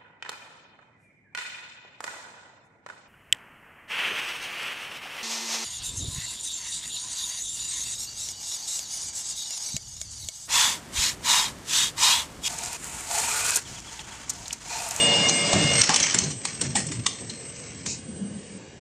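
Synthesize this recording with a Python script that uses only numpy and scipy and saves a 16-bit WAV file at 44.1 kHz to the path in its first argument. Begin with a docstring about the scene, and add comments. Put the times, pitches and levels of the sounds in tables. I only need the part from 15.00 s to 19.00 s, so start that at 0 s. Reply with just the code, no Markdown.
"""A pump's whine and oil rush come first, over thin drive whistles: a small injection molding machine, close
up. The mold cracks open in a rattle of steel clacks: shaped noise bursts, coloured by mold modes, with
reverberation. The platen scrapes and rumbles along its bars, and low groans glide down: filtered noise and
gliding tones; thuds boom below. A valve hisses briefly, then a panel drones as the platen returns; the workshop
is a bed of coloured noise."""
import sys
import numpy as np
from scipy import signal
from scipy.fft import rfft, irfft
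from scipy.io import wavfile
from scipy.ndimage import uniform_filter1d

SR = 44100
rng = np.random.default_rng(int(sys.argv[2]) if len(sys.argv) > 2 else 0)


def generate_wav(sig):
    """Save sig (samples, or channels by samples) to the path in sys.argv[1] as 16-bit PCM at SR."""
    pcm = np.round(np.clip(np.atleast_2d(sig).T, -1, 1) * 32767).astype(np.int16)
    wavfile.write(sys.argv[1], SR, pcm)


N = 176400
T, BINS = np.arange(N) / SR, np.fft.rfftfreq(N, 1 / SR)  # time in s, spectrum bins in Hz

# All spectra below are relative: each sound is brought to a set loudness before its level is applied.
# Workshop background colour [f/Hz, level per Hz/dB]
SHOP_COLOUR = [(15, -44), (45, -9), (110, 6), (220, 2.5), (460, 1.5), (700, -5.5), (1350, -14), (1850, -8),
               (3700, -15.5), (8100, -12.5), (9300, -50.5)]
# Workshop background loudness [t/s, level/dB]
SHOP_LEVEL = [(2.3, -44.5), (3.2, -44), (3.55, -43.5), (3.75, -46.5)]

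# Whistles of the motor drive [start t/s, end t/s, f/Hz, level/dB]
DRIVE_HZ = 8297
DRIVE_WHISTLES = [(0, 0.073, DRIVE_HZ, -32), (0.08, 0.326, DRIVE_HZ, -40.5),
                  (0.327, 0.418, DRIVE_HZ, -29.5), (0.41, 0.74, DRIVE_HZ, -36.5),
                  (0.727, 0.819, DRIVE_HZ, -25), (1.204, 2.53, DRIVE_HZ, -44), (2.53, 2.87, DRIVE_HZ, -52),
                  (0, 0.756, 7690, -38.5), (1.2, 2.866, 7710, -49), (2.966, 3.579, 8120, -47.5)]
WHISTLE_FADE_S, WHISTLE_JITTER = 0.008, 0.00015  # jitters are rms fractions of the pitch

# Upper multiples of the pump whine, before the whine level curve [multiple, level/dB]
WHINE_MULTIPLES = [(5, -37.5), (6, -44), (7, -37.5), (8, -43.5)]
# Level curve of the whine and hums, on top of their own levels [t/s, level/dB]
WHINE_LEVEL = [(0, 3.5), (.28, -2), (.79, 0), (.86, -14.5), (1.15, -13.5), (1.25, -40)]
# Loudness of the strong fourth multiple [t/s, level/dB]
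FOURTH_LEVEL = [(0, -21), (.285, -24), (.295, -28.5), (.58, -33), (.63, -28), (.76, -27.5), (.82, -63.5), ]
# Colour of oil rushing through the pump [f/Hz, level per Hz/dB]
OIL_COLOUR = [(15, -38.5), (60, -11), (170, 2.5), (480, -1.5), (800, -2.5), (1500, -8.5), (2400, -5.5),
              (3900, -9), (8200, -8.5), (9300, -37)]
# Loudness of the oil rush [t/s, level/dB]
OIL_LEVEL = [(0, -25.5), (.27, -25), (.33, -29.5), (.5, -26), (.6, -26), (.79, -32.5), (.86, -36),
             (1.15, -38.5), (1.27, -37), (1.4, -76)]
WHINE_HZ, WHINE_JITTER, WAVER_DB = 712, 0.00028, 3.5
HUM_HZ, HUM_DB = 573, -37
LOW_HUM_HZ, LOW_HUM_DB = 466.5, -40.5
THIRD_STEP_S, THIRD_EARLY_DB, THIRD_DB = 0.19, -38.5, -32.5  # the third multiple steps up

# Valve hiss colour [f/Hz, level per Hz/dB]
VALVE_COLOUR = [(40, -22), (130, 7.5), (900, -25.5), (1800, -27), (2500, -0.5), (3200, -25), (3850, -4.5),
                (5600, -0.5), (7000, 5), (8000, -3), (11000, -44.5)]
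VALVE_START_S, VALVE_HOLD_S, VALVE_RELEASE_S, VALVE_DB = 2.862, 0.065, 0.034, -31

# Heavy knocks that shake the cabinet [t/s, level/dB, f/Hz]
CABINET_THUDS = [(0.536, -19.5, 194), (0.887, -27, 164), (1.004, -32, 156), (1.146, -27, 185),
                 (1.612, -30, 267), (1.757, -25.5, 201.6), (2.208, -37.5, 248), (2.862, -34.5, 214)]
THUD_RISE_S, THUD_DECAY_S, THUD_RATTLE_DB = 0.004, 0.031, -2

# Low groans that glide down in pitch [start t/s, length/s, level/dB, first f/Hz]
LOW_GROANS = [(0.551, 0.27, -27.5, 190), (1.219, 0.18, -32, 199), (1.642, 0.11, -34, 165.7),
              (1.855, 0.178, -34.5, 160)]
GROAN_TO_HZ, GROAN_JITTER, GROAN_CATCH_DB, GROAN_OCTAVE_DB = 105.96, 0.05, 5.5, -11

# Colour of sliding steel before the mold modes [f/Hz, level per Hz/dB]
SLIDE_COLOUR = [(400, -31.5), (1000, -2), (2200, 6.5), (3800, -1.5), (6100, 6.5), (8000, 1), (9500, -17),
                (11000, -65)]
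# Loudness of the scrape [t/s, level/dB]
SLIDE_LEVEL = [(.45, -40.5), (.56, -32.5), (.8, -24), (.87, -27), (1.12, -25.5), (1.22, -34), (1.38, -52),
               (1.49, -36), (1.57, -45), (1.65, -36), (1.73, -44.5), (1.79, -34), (1.88, -43), (2.25, -47),
               (2.8, -46.5), (3.1, -79)]
# Colour of the platen's rumble [f/Hz, level per Hz/dB]
RUMBLE_COLOUR = [(30, -28.5), (60, -19), (80, -2), (125, 0), (230, -2), (330, -10), (600, -21), (1500, -55)]
# Loudness of the rumble [t/s, level/dB]
RUMBLE_LEVEL = [(.51, -48.5), (.54, -27.5), (.805, -32.5), (.83, -68.5), (1.14, -51.5), (1.23, -32.5),
                (1.43, -50.5), (1.58, -45.5), (1.63, -35), (1.8, -37), (1.98, -37.5), (2.15, -48.5),
                (2.3, -42), (2.45, -58), (2.9, -46.5), (3.2, -40.5), (3.75, -72)]
# Loudness of the panel set droning by the returning platen [t/s, level/dB]
DRONE_LEVEL = [(3.04, -90), (3.09, -33), (3.16, -50), (3.23, -27.5), (3.3, -41), (3.37, -33), (3.42, -51.5),
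               (3.56, -41), (3.65, -65)]
DRONE_HZ, DRONE_WIDTH_HZ = 197.5, 27
GRIT_PER_S, GRIT_DB = 310, 2.5

# Slow swells in spectral patches, over a constant random unevenness of colour (dB rms)
PATCH_DB, STATIC_RIPPLE_DB = 2.5, 1.8

# Steel clacks of mold and ejector
# [t/s, level/dB, decay/ms, ring f/Hz, ring level/dB, body f/Hz, body level/dB]
STEEL_CLACKS = [(0.289, -13, 1.4, 5960, 36, 4100, 12.5), (0.296, -11.5, 3.3, 6060, 17, 4070, 14.5),
                (.532, -13, 5.1, 7750, -20.5, 650, 22.5), (0.818, -6.5, 1.5, 5870, 14, 4800, 0),
                (.839, -18, 5.2, 5940, -4, 2900, 5.5), (.894, -16, 3.8, 6000, 9.5, 1480, 13),
                (.894, -20, 28, 1330, 12, 960, 33), (0.936, -21, 5.3, 5980, 1, 1200, 18),
                (.944, -12, 3.2, 5880, 9, 3300, -8), (0.962, -12.5, 6.8, 6500, 8.5, 3000, 8),
                (1.002, -16.5, 7.4, 6260, 8, 2220, -9), (1.030, -13, 7.5, 6000, 17.5, 3180, 13),
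                (1.041, -18, 3.9, 6200, 15.5, 2105, 23.5), (1.071, -37.5, 2.8, 6260, -13, 3170, 11),
                (1.146, -14, 5.7, 7650, 9, 1680, 15), (1.189, -9, 1.5, 6300, 14.5, 4340, -16),
                (1.239, -24.5, 9.6, 6200, 24.5, 4200, 20.5), (1.306, -30.5, 22, 6150, 9, 3000, -21),
                (1.454, -18.5, 4.6, 8500, 3.5, 1120, 4.5), (1.615, -16.5, 6, 8200, 11, 5360, 6),
                (1.756, -17, 8.5, 7830, 8.5, 750, 15.5), (1.764, -20, 24, 8400, 20.5, 1800, 20),
                (1.869, -26.5, 5.3, 7900, 28, 2100, -1), (1.92, -29, 14, 7900, 14.5, 2050, 11),
                (2.066, -12, 3.5, 6100, 2, 1070, 7.5), (2.299, -29.5, 9, 6070, 15, 4070, 17),
                (2.862, -26.5, 6.7, 6700, -2, 1930, 7.5),]
# Colour shared by all clacks, before resonances [f/Hz, level per Hz/dB]
STEEL_COLOUR = [(60, -32.5), (520, -9.5), (880, -8), (1500, -6), (3300, 0.5), (5500, 0.5), (8200, 3.5),
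                (9500, -5.5), (11000, -43)]
# Modes of the steel mold, heard in clacks, scrape and reverberation [f/Hz, level/dB]
MOLD_MODES = [(856, -2), (1120, -3), (1830, -9.5), (2120, -9.5), (2982, -5.5), (4199, -4.5), (5330, -3),
              (5712, -4.5), (6250, -5.5), (7074, -8)]
# Reverberation time of the workshop [f/Hz, t60/s]
ROOM_T60 = [(150, 0.28), (1000, 0.24), (4000, 0.43), (9000, 0.37)]
CLACK_RISE_S, RING_WIDTH_HZ, BODY_WIDTH_HZ, MODE_WIDTH_HZ = 0.0023, 460, 200, 200
RING_ON_DB, ROOM_RIPPLE_DB = -8, 4.5

STOP_S, STOP_FADE_S, EDGE_HZ = 3.797, 0.016, 9900


def amp(db):
    """Decibels to gain."""
    return 10 ** (np.asarray(db) / 20)


def evened(x):
    """Scales to rms 1."""
    return x / np.sqrt(np.mean(x ** 2) + 1e-20)


def read(points, hz):
    """Reads a frequency table on a log-frequency axis."""
    f, value = np.transpose(points)
    return np.interp(np.log(hz + 1), np.log(f + 1), value)


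def level(points):
    """A level curve as gain per sample."""
    return amp(np.interp(T, *np.transpose(points)))


def add(mix, s, sound):
    """Mixes a sound in at time s."""
    part = mix[max(round(s * SR), 0):][:len(sound)]
    part += sound[:len(part)]


def wander(rate_hz):
    """Slow random drift of rms 1, mostly below the given rate."""
    return evened(irfft(rfft(rng.standard_normal(N)) / (1 + (BINS / rate_hz) ** 4), N))


def noise(spectrum):
    """Noise of rms 1 with the given colour."""
    return evened(irfft(rfft(rng.standard_normal(N)) * amp(read(spectrum, BINS)), N))


def steadied(x, seconds):
    """Takes the chance swells out of a noise by dividing by its running rms."""
    power = uniform_filter1d(x ** 2, max(int(seconds * SR), 2))
    return x / np.sqrt(abs(power) + 1e-9)


def tone(hz, jitter, waver_db):
    """A sine of rms 1 that wavers in pitch and level."""
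    turns = np.cumsum(hz * (1 + jitter * wander(25))) / SR
    return evened(np.sin(2 * np.pi * turns) * amp(waver_db * wander(19)))


def patchy(x):
    """Narrow spectral regions swell and fade independently, over a random uneven colour that stays constant."""
    z = signal.stft(x, nperseg=1024, noverlap=768)[2]
    across_pitch = uniform_filter1d(rng.standard_normal(z.shape), size=4, axis=0)
    swells = evened(uniform_filter1d(across_pitch, size=22, axis=1))
    static_ripple = evened(uniform_filter1d(rng.standard_normal(len(z)), size=2))[:, None]
    gain = amp(PATCH_DB * swells + STATIC_RIPPLE_DB * static_ripple)
    return evened(signal.istft(z * gain, nperseg=1024, noverlap=768)[1][:N])


def mold_peaks(hz):
    """Gain that lifts the regions around the modes of the mold."""
    peaks = sum(amp(db) ** 2 / (1 + (2 * (hz - f) / MODE_WIDTH_HZ) ** 2) ** 2 for f, db in MOLD_MODES)
    return np.sqrt(0.5 + 2 * peaks)


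def workshop():
    """Background air of the shop: coloured noise with slow spectral swells."""
    return patchy(noise(SHOP_COLOUR)) * level(SHOP_LEVEL)


def drive():
    """Thin switching whistles of the motor drive: near-steady sines that step in level."""
    out = np.zeros(N)
    for start, end, hz, db in DRIVE_WHISTLES:
        gate = np.clip(np.minimum(T - start, end - T) / WHISTLE_FADE_S + 0.5, 0, 1)
        out += amp(db) * gate * tone(hz, WHISTLE_JITTER, waver_db=3.0)
    return out


def pump():
    """Whine at multiples of one tone, two hums and oil noise, on level curves that rise and fall, then die away."""
    whine = sum(amp(db) * tone(k * WHINE_HZ, WHINE_JITTER, WAVER_DB) for k, db in WHINE_MULTIPLES)
    third_gain = amp(np.where(T < THIRD_STEP_S, THIRD_EARLY_DB, THIRD_DB))
    whine = whine + third_gain * tone(3 * WHINE_HZ, WHINE_JITTER, WAVER_DB)
    hums = amp(HUM_DB) * tone(HUM_HZ, 0.0011, waver_db=2.5)
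    hums = hums + amp(LOW_HUM_DB) * tone(LOW_HUM_HZ, 0.0052, WAVER_DB)
    fourth = level(FOURTH_LEVEL) * tone(4 * WHINE_HZ, WHINE_JITTER, waver_db=0.8)
    oil_rush = patchy(noise(OIL_COLOUR)) * level(OIL_LEVEL)
    return (whine + hums) * level(WHINE_LEVEL) + fourth + oil_rush


def valve():
    """A short hiss of coloured noise that holds, then dies exponentially."""
    age = T - VALVE_START_S
    release = np.exp(-np.maximum(age - VALVE_HOLD_S, 0) / VALVE_RELEASE_S)
    return amp(VALVE_DB) * noise(VALVE_COLOUR) * (age > 0) * release


def thuds():
    """Cabinet booms: a decaying low sine, with loose panels rattling as noise around its pitch."""
    out = np.zeros(N)
    for s, db, hz in CABINET_THUDS:
        age = np.maximum(T - s, 0)
        band = (BINS / hz) ** 2 / (1 + (BINS / hz) ** 2) ** 2
        rattle = evened(irfft(rfft(rng.standard_normal(N)) * band, N))
        boom = np.sin(2 * np.pi * hz * age) + amp(THUD_RATTLE_DB) * steadied(rattle, THUD_DECAY_S)
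        out += amp(db) * boom * np.minimum(age / THUD_RISE_S, 1) * np.exp(-age / THUD_DECAY_S)
    return out


def groans():
    """Low groans: unsteady tones and their octaves, falling in pitch."""
    out = np.zeros(N)
    for start, length, db, first_hz in LOW_GROANS:
        along = np.clip((T - start) / length, 0, 1)
        hz = first_hz * (GROAN_TO_HZ / first_hz) ** along
        voice = tone(hz, GROAN_JITTER, GROAN_CATCH_DB)
        octave = tone(2 * hz, GROAN_JITTER, GROAN_CATCH_DB)
        swell = np.sqrt(abs(np.sin(np.pi * along)))
        out += amp(db) * swell * (voice + amp(GROAN_OCTAVE_DB) * octave)
    return out


def platen():
    """Sliding steel scrapes with small catches, the mass rumbles, and a resonant panel drones on the return."""
    catches = (rng.random(N) < GRIT_PER_S / SR) * rng.uniform(0.18, 1, N)
    # each catch dies away with a 3 ms time constant
    grit = evened(signal.lfilter([1], [1, -np.exp(-1 / (0.003 * SR))], catches))
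    rubbing = noise(SLIDE_COLOUR) * (1 + amp(GRIT_DB) * grit)
    scrape = patchy(irfft(rfft(rubbing) * mold_peaks(BINS), N)) * level(SLIDE_LEVEL)
    rumble = steadied(noise(RUMBLE_COLOUR), seconds=0.074) * level(RUMBLE_LEVEL)
    resonance = 1 / (1 + (2 * (BINS - DRONE_HZ) / DRONE_WIDTH_HZ) ** 2)
    panel = evened(irfft(rfft(rng.standard_normal(N)) * resonance, N))
    return scrape + rumble + steadied(panel, seconds=0.018) * level(DRONE_LEVEL)


def surroundings():
    """Reverberation of the shop: noise decaying by frequency, with random uneven colour and the mold modes."""
    hz, t, z = signal.stft(rng.standard_normal(SR // 2), SR, nperseg=512)
    ripple = ROOM_RIPPLE_DB * np.clip(rng.standard_normal((len(hz), 1)), -2, 1)
    decay_db = -60 * t / read(ROOM_T60, hz)[:, None]
    room = signal.istft(z * amp(ripple + decay_db), SR, nperseg=512)[1]
    room = irfft(rfft(room) * mold_peaks(np.fft.rfftfreq(len(room), 1 / SR)))
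    return room / np.linalg.norm(room)


def clack(db, decay_ms, ring_hz, ring_db, body_hz, body_db, size=4096):
    """A dense cluster of tiny steel contacts, as a noise burst with two short resonances and the mold modes."""
    t = (np.arange(size) - size // 8) / SR  # the peak lies an eighth of the way in
    hz = np.fft.rfftfreq(size, 1 / SR)
    contacts = rng.standard_normal(size)
    shape = np.exp(np.minimum(t / CLACK_RISE_S, -t * 1000 / decay_ms))
    ring = amp(ring_db) / (1 + 2j * (hz - ring_hz) / RING_WIDTH_HZ)
    body = amp(body_db) / (1 + 2j * (hz - body_hz) / BODY_WIDTH_HZ)
    resonances = np.sqrt(1 + abs(ring) ** 2 + abs(body) ** 2)
    random_ripple = evened(uniform_filter1d(rng.standard_normal(len(hz)), size=26))
    random_ripple_db = 3 * np.clip(random_ripple, -2, 1)
    colour = amp(read(STEEL_COLOUR, hz) + random_ripple_db) * mold_peaks(hz) * resonances
    burst = steadied(irfft(rfft(contacts) * colour, size), seconds=0.0024) * shape
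    # the burst takes the energy of its shape, whatever its colour
    return amp(db) * burst * np.linalg.norm(shape) / np.linalg.norm(burst), t[0]


def mold():
    """Steel clacks of the mold and ejector, each ringing on in the reverberation by convolution."""
    direct = np.zeros(N)
    for s, *blow in STEEL_CLACKS:
        sound, lead = clack(*blow)
        add(direct, s + lead, sound)
    ring_on = signal.fftconvolve(direct, surroundings())[:N]
    return direct + amp(RING_ON_DB) * ring_on


def scene():
    """All sources sum to one signal, the same in both channels."""
    background = workshop() + drive() + pump()
    mono = background + valve() + thuds() + groans() + platen() + mold()
    return np.array([mono, mono])


def record(dry):
    """Fades quickly to silence shortly before the end, then removes the treble above the band edge."""
    gated = dry * np.clip((STOP_S - T) / STOP_FADE_S, 0, 1)
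    lowpass = signal.firwin(255, EDGE_HZ, window=("kaiser", 8), fs=SR)
    return signal.oaconvolve(gated, lowpass[None], "same")


dry = scene()
out = record(dry)
generate_wav(out)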